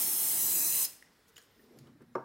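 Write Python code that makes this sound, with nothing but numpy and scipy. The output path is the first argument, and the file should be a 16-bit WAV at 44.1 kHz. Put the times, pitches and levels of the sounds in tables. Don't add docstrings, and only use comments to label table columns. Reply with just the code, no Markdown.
import sys
import numpy as np
from scipy import signal
from scipy.io import wavfile
from scipy.ndimage import uniform_filter1d, map_coordinates

SR = 44100
rng = np.random.default_rng(int(sys.argv[2]) if len(sys.argv) > 2 else 0)


def invert_db(x):
    u = np.asarray(x, float) / 20
    return 10 ** u


def int16_out(signal):
    q = np.round(np.clip(np.atleast_2d(signal).T, -1, 1) * 32767)
    wavfile.write(sys.argv[1], SR, q.astype(np.int16))


N = 99048
T = np.arange(N) / SR


def evened(x):
    return x / np.sqrt(np.mean(x ** 2) + 1e-20)


def read(points, hz):
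    f, value = np.transpose(points)
    return np.interp(np.log(hz + 1), np.log(f + 1), value)


def curve(table, t=T):
    rows = np.transpose(table)
    return [np.interp(t, rows[0], col) for col in rows[1:]]


def add(mix, start_s, sound):
    part = mix[round(start_s * SR):][:len(sound)]
    part += sound[:len(part)]


def low_pass(x, order, hz):
    return signal.sosfilt(signal.butter(order, hz, fs=SR, output="sos"), x)


def high_pass(x, hz):
    return signal.sosfilt(signal.butter(2, hz, "high", fs=SR, output="sos"), x)


def resonate(x, hz, width_hz):
    turn = np.exp(2j * np.pi * np.cumsum(hz * np.ones(len(x))) / SR)
    r = np.exp(-np.pi * width_hz / SR)
    return 2 * (turn * signal.lfilter([1 - r], [1, -r], x / turn + 1e-18)).real


def noise(shape_db, patchy_db):
    frames, hz = N // 128 + 5, np.fft.rfftfreq(512, 1 / SR)
    a, b, patches = rng.standard_normal((frames, 257, 3)).T
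    patches = uniform_filter1d(patches, size=5, axis=0)
    patches = evened(uniform_filter1d(patches, size=16, axis=1))
    colour_db = shape_db(hz[:, None], np.arange(frames) * 128 / SR)
    z = (a + 1j * b) * invert_db(colour_db + patchy_db * patches)
    return evened(signal.istft(z, nperseg=512, noverlap=384)[1][:N])


def ridges(hz, t):
    # start_s, end_s, from_hz, to_hz, level_db
    slides = [(-.2, .68, 9050, 7500, 4), (-.2, .25, 7760, 7500, -9.5), (-.2, 0.9, 5650, 5400, 4),
              (.2, 1.1, 5460, 5600, -9), (-.2, .32, 12350, 12470, 0.5), (.35, .8, 12250, 12150, -4.5),
              (.35, 0.44, 13070, 12650, 3.5), (.35, 0.66, 13950, 13650, 4.5), (.5, 0.86, 2400, 2700, 8),
              (0.551, 0.72, 3100, 3000, -22), (.6, 1.3, 6700, 6750, 0.5), (.65, 2.3, 9240, 9150, 2),
              (0.051, 0.28, 10000, 10350, 10.5), (.3, 0.87, 3940, 3550, -2.5), (.55, 1.3, 8160, 8500, 4)]
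    width_hz = 220
    out = 0
    for start, end, from_hz, to_hz, db in slides:
        u = np.clip((t - start) / (end - start), 0, 1)
        centre_hz = from_hz + (to_hz - from_hz) * u
        swell = np.sqrt(abs(np.sin(np.pi * u)))
        out = out + db * swell * np.exp(-((hz - centre_hz) / width_hz) ** 2)
    return out


def mirror(x, table):
    share, delay_ms = curve(table)
    late = map_coordinates(x, [np.arange(N) - delay_ms * SR / 1000], order=5)
    return share * late, share


def whistle():
    pitch_hz, width_hz, centre_s, length_s = 5150, 320, .852, .005
    level_db, tail_db, t60_s = -31.5, -21, .5
    fuzz = evened(resonate(rng.standard_normal(N), pitch_hz, width_hz))
    since = T - centre_s
    puff = np.exp(-(since / length_s) ** 2) * (np.sin(2 * np.pi * pitch_hz * T) + fuzz / 2)
    tail = fuzz * (since > 0) * invert_db(tail_db - 60 * abs(since) / t60_s)
    return invert_db(level_db) * (puff + tail)


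def jet():
    # time_s, level_db, thinning (0 full to 1 thin)
    valve = [
        (0, -27.5, 0),
        (.15, -29.5, 0),
        (.3, -27.5, 0.09),
        (.45, -25, 0.37),
        (.65, -23.5, 0.6),
        (.836, -23.5, 0.53),
        (.856, -26.5, 0.6),
        (.866, -39, 1),
        (.878, -69, 0.6),
        (.89, -100, 0.04),
    ]
    # pitch_hz, level_db (per Hz)
    full_jet = [(35, -50.5), (60, -44.5), (226, 0), (500, -13.5), (796, -4.5), (1080, -12), (4460, -5),
                (8570, 4.5), (14500, 7), (15700, 6)]
    thin_jet = [(35, -48.5), (60, -54), (145, -14.5), (800, -18.5), (1270, -19.5), (2490, -17), (4070, -17),
                (5500, -3.5), (14500, -1), (15700, -3.5)]
    # pitch_hz, width_hz, full_db, thin_db (against the jet)
    pipe = [(134.5, 71, -34.5, -38), (330, 130, -29.5, -36), (4094, 150, -40, -17),
            (5435, 120, -26.5, -46.5), (6140, 120, -28.5, -18)]
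    # time_s, share, delay_ms
    bench_path = [(0, .16, .93), (.16, .24, .94), (.3, .2, .95), (.42, .4, 1.01), (.55, .36, 1.03),
                  (.62, .3, 1.03), (.75, .34, 1.0), (.9, .34, .985)]
    rim_path = [(0, .08, 2.44), (.1, .2, 2.44), (.24, .2, 2.46), (.34, .05, 2.3), (.5, .08, 2.94),
                (.62, .2, 2.78), (.75, .16, 2.75), (.9, .05, 2.75)]
    shelf_hz, shelf_slide_hz, shelf_db = 7840, -1500, 1.5
    bass_hz, bass_off_s, bass_fade_s, bass_drop_db = 696, 0.76, 0.0296, -9.5
    wall_hz, wall_db = 3260, 2.5
    level_db, thinning = curve(valve)

    def colour(hz, t):
        thin = np.clip(curve(valve, t)[1], 0, 1)
        shelf = shelf_db / 2 * np.tanh((hz - shelf_hz - shelf_slide_hz * thin) / 150)
        blend = (1 - thin) * read(full_jet, hz) + thin * read(thin_jet, hz)
        return ridges(hz, t) + shelf + blend

    x = noise(colour, patchy_db=1.2)
    white = rng.standard_normal(N)
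    hum = np.zeros(N)
    for hz, width, full_db, thin_db in pipe:
        hum += invert_db(full_db + (thin_db - full_db) * thinning) * evened(resonate(white, hz, width))
    x = x + hum
    roar = low_pass(x, 1, bass_hz)
    stopping = np.clip((T - bass_off_s) / bass_fade_s, 0, 1)
    x = x - roar * (1 - invert_db(bass_drop_db * stopping))
    bench, bench_share = mirror(x, bench_path)
    rim, rim_share = mirror(x, rim_path)
    direct = (x + bench + rim) / np.sqrt(1 + bench_share ** 2 + rim_share ** 2)
    dull = low_pass(x - roar, 2, wall_hz)
    return invert_db(level_db) * direct + whistle(), invert_db(level_db) * (x + invert_db(wall_db) * dull)


def knock():
    # pitch_hz, level_db, t60_s
    modes = [(130.6, -21.5, 0.47), (230, -22, 0.37), (300.3, -11.5, 0.18), (370, 2, 0.079),
             (504, -11.5, 0.074), (535.5, -4, 0.073), (790, -6.5, 0.032), (933, -10, .12),
             (1102, -18, 0.055), (1168, -1.5, 0.054), (1296, -17.5, .15), (1417, -13.5, 0.063),
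             (1670, -22.5, 0.089), (2120, -17, 0.026)]
    # start_s, level_db
    blows = [
        (2.1523, -23.5),
        (2.181, -50),
    ]
    # pitch_hz, level_db
    board_colour = [(200, -15), (300, 2), (600, -1.5), (1150, -2), (1650, -10), (1900, -36), (2300, -27),
                    (3600, -52)]
    board_db, board_t60_s = -34, 0.17
    crack_db, crack_t60_s, crack_hz = -44, 0.033, 3780
    rise_cycles = 1.2
    out, t = np.zeros(N), T[:8000]
    for start, db in blows:
        vary = rng.uniform(-1.5, 1, (len(modes), 2))
        ring = np.zeros(len(t))
        for (hz, mode_db, t60), (louder, sharper) in zip(modes, vary):
            fade = invert_db(mode_db + 2 * louder - 60 * t / t60)
            rise = 1 - np.exp(-t * hz / rise_cycles)
            ring += fade * rise * np.sin(2 * np.pi * hz * (1 + 0.003 * sharper) * t)
        add(out, start, invert_db(db) * ring)
    crack = signal.lfilter(*signal.butter(2, crack_hz, fs=SR), rng.standard_normal(len(t)))
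    crack = invert_db(crack_db - 60 * t / crack_t60_s) * crack
    board = noise(lambda hz, u: read(board_colour, hz) + 0 * u, patchy_db=3.0)[:len(t)]
    board = invert_db(board_db - 60 * t / board_t60_s) * board * np.minimum(t / 0.0022, 1)
    add(out, blows[0][0], crack + board)
    return out


def ticks():
    # start_s, peak_db, pitch_hz, t60_s, brightness_db
    clicks = [(1.0249, -39, 1910, 0.012, -18), (1.03, -64, 2040, 0.27, -24), (1.059, -60, 5400, 0.02, -5),
              (1.36, -58, 3740, 0.058, -4), (1.3659, -42, 2910, 0.022, -12), (1.3675, -48, 6700, 0.03, -13),
              (1.3788, -46, 3160, 0.03, -3.5), (1.3794, -56, 1680, 0.11, -10),
              (1.387, -56, 4120, 0.048, -13), (1.417, -55, 9000, 0.0062, -3), (1.424, -56, 8500, .012, -7),
              (1.436, -61, 9050, .012, -3), (1.594, -54, 1820, 0.045, -34),
              (1.788, -56.5, 4750, 0.033, -0.5), (1.7867, -59, 6680, .025, -26),
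              (1.79, -74, 5500, 0.074, -22), (1.7872, -62, 11200, 0.01, -18),
              (1.786, -62, 13600, 0.011, -13), (1.802, -66, 8700, 0.012, -15),
              (1.87, -60, 3900, 0.037, -18), (1.871, -58, 3000, 0.035, -20),
              (2.0058, -64, 1490, 0.018, -22), (2.023, -62, 1800, .03, -28), (2.153, -50, 5450, 0.034, -18)]
    # pitch_hz, level_db
    cap_modes = [(1700, 0), (5000, 4), (6800, -2.5), (9000, -12), (11200, -22), (13600, -17)]
    out, t = np.zeros(N), T[:4000]
    for start, db, hz, t60, bright_db in clicks:
        detune = rng.uniform(0.925, 1.1, len(cap_modes))
        crackle = rng.standard_normal(len(t)) * invert_db(4 * rng.standard_normal(len(t)))
        cap = np.zeros(len(t))
        for (cap_hz, cap_db), ratio in zip(cap_modes, detune):
            cap += invert_db(cap_db) * evened(resonate(crackle, cap_hz * ratio, 425))
        main = 1.18 * np.sin(2 * np.pi * hz * t) + .5 * evened(resonate(crackle, hz, 300))
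        fade = invert_db(-60 * t / t60) * np.minimum(t / 0.00045, 1)
        bright = invert_db(bright_db) * (cap + 0.94 * evened(crackle))
        add(out, start, invert_db(db) * fade * (main + bright) / 2)
    return out


def brushes():
    # centre_s, half_width_s, level_db, lowest_hz
    strokes = [(1.291, 0.014, -64, 4500), (1.43, .035, -70, 2500), (1.186, 0.13, -78, 6000),
               (1.778, .006, -72, 4000), (1.81, .008, -75, 4000), (2.021, .006, -73, 3000),
               (1.874, .008, -76, 2500)]
    out = np.zeros(N)
    for centre, half, db, hz in strokes:
        hiss = high_pass(rng.standard_normal(N), hz)
        grain = invert_db(3.0 * evened(uniform_filter1d(rng.standard_normal(N), size=60)))
        out += invert_db(db) * np.exp(-((T - centre) / half) ** 2) * hiss * grain
    return out


def squeak():
    # time_s, pitch_hz, level_db
    path = [(1.32, 12850, -84), (1.345, 12800, -79), (1.375, 12700, -88), (1.43, 12500, -82),
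            (1.495, 12250, -82), (1.51, 13000, -80), (1.535, 13650, -82), (1.575, 13500, -80),
            (1.635, 14250, -74), (1.665, 13500, -79), (1.69, 13350, -84), (1.702, 12650, -84),
            (1.72, 12700, -80), (1.78, 12500, -87)]
    # pitch_ratio, level_db
    strands = [(1, 0), (1.055, -3), (1.03, -11), (1.078, -9), (.875, -13), (.8, -12), (.74, -13),
               (.66, -13), (.375, -9)]
    height_s, half_width_s = 1.6, .095
    hz, db = curve(path)
    on = (T > path[0][0]) & (T < path[-1][0])
    out = np.zeros(N)
    for ratio, part_db in strands:
        flicker = evened(uniform_filter1d(rng.standard_normal(N), size=1200))
        swell = 1 if ratio == 1 else np.exp(-((T - height_s) / half_width_s) ** 4)
        tone = evened(resonate(rng.standard_normal(N), hz * ratio, 45))
        out += on * swell * invert_db(db + part_db + 2.6 * flicker) * tone
    return out


def cloth():
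    # centre_s, half_width_s, level_db, pitch_hz, width_hz
    rubs = [(1.42, 0.2, -73.5, 446, 49.3), (1.466, 0.0067, -64, 441, 59.5), (1.601, 0.013, -63, 296, 80),
            (1.649, 0.079, -67.5, 418, 70), (1.711, 0.014, -55.5, 307, 118), (1.753, 0.028, -55, 330, 152),
            (1.77, 0.016, -70, 606, 200), (1.829, 0.066, -58.5, 134, 24), (1.812, 0.038, -61.5, 292, 146),
            (1.876, 0.046, -58.5, 286, 150), (1.88, 0.026, -69.5, 1170, 502), (1.9, 0.31, -63, 232.7, 23.6),
            (1.964, 0.015, -60, 245, 81.6), (2.019, 0.023, -56.5, 288, 122),
            (2.017, 0.027, -70.5, 1250, 940), (2.09, 0.24, -77, 230, 41), (2.0, 0.13, -63.5, 133, 40.3)]
    out = np.zeros(N)
    for centre, half, db, hz, width in rubs:
        narrow = resonate(rng.standard_normal(N), hz, width)
        hum = evened(resonate(narrow, hz, 2 * width))
        out += invert_db(db) * np.exp(-((T - centre) / half) ** 2) * hum
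    return out


def room(x):
    # pitch_hz, t60_s
    decay = [(150, 0.33), (1000, 0.44), (5000, .5), (10000, 0.36), (15000, 0.31)]
    taps, slots = np.zeros(SR // 2), np.arange(200, SR // 2 - 20, 20)
    taps[slots + rng.integers(0, 20, len(slots))] = rng.choice([-1., 1.], len(slots))
    hz, t, z = signal.stft(taps, SR, nperseg=256)
    fade = invert_db(-60 * t / read(decay, hz)[:, None])
    tail = signal.istft(z * fade, SR, nperseg=256)[1]
    return signal.fftconvolve(x, tail / np.linalg.norm(tail))[:N]


def air():
    # pitch_hz, level_db (per Hz)
    floor = [(18, -38.5), (45, -3.5), (231, -4), (695, -12), (1930, -11), (2600, -17), (5300, -18),
             (6200, -22.5), (15700, -29)]
    level_db, sag_db, sag_s = -67.5, -6, 1.87

    def colour(hz, t):
        when = np.clip((t - sag_s) / 0.08, 0, 1)
        where = np.clip(hz / 2500, 0, 1) * np.clip(2 - hz / 7000, .3, 1)
        return read(floor, hz) + sag_db * when * where

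    return invert_db(level_db) * noise(colour, patchy_db=1.3)


def scene():
    hiss, spread = jet()
    small, thud = ticks(), knock()
    wet = room(invert_db(-12) * spread + invert_db(-11) * small + invert_db(-10) * thud)
    loud = high_pass(hiss + thud + wet, 94.6)
    mid = loud + small + air() + brushes() + squeak() + cloth()
    return np.array([mid, mid])


def noise_fill(x):
    # pitch_hz, chance
    fill_loud = [(4100, .97), (5700, .9), (6400, .5), (7600, .25), (8300, .06), (15500, .05)]
    fill_quiet = [(4100, .03), (9000, .06), (10500, .2), (15500, .08)]
    share, edge_hz = 0.66, 15830
    hz, _, z = signal.stft(np.pad(x, ((0, 0), (928, 0))), SR, "cosine", 2048, 1024)
    band = (hz // 690).astype(int)
    power = abs(uniform_filter1d(abs(z[0]) ** 2, size=6, axis=0))
    loud = power[hz > 4000].mean(0) > invert_db(-2 * 85)
    chance = np.where(loud, read(fill_loud, hz)[:, None], read(fill_quiet, hz)[:, None])
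    chance = chance * (hz[:, None] > 4140)
    swap = rng.random((z.shape[2], band.max() + 1)).T[band] < chance
    swap &= power < 5 * uniform_filter1d(power, size=80, axis=0)
    a, b = rng.standard_normal(z.shape[::-1] + (2,)).T
    filled = share * (a + 1j * b) * np.sqrt(power) + np.sqrt(abs(1 - share ** 2)) * z
    z = np.where(swap, filled, z) * (hz[:, None] < edge_hz)
    return signal.istft(z, SR, "cosine", 2048, 1024)[1][:, 928:928 + N]


def top_cut(x):
    return signal.sosfilt(signal.butter(12, 16920, fs=SR, output="sos"), x)


def record(dry):
    return top_cut(noise_fill(high_pass(dry, 38)))


dry = scene()
out = record(dry)
int16_out(out)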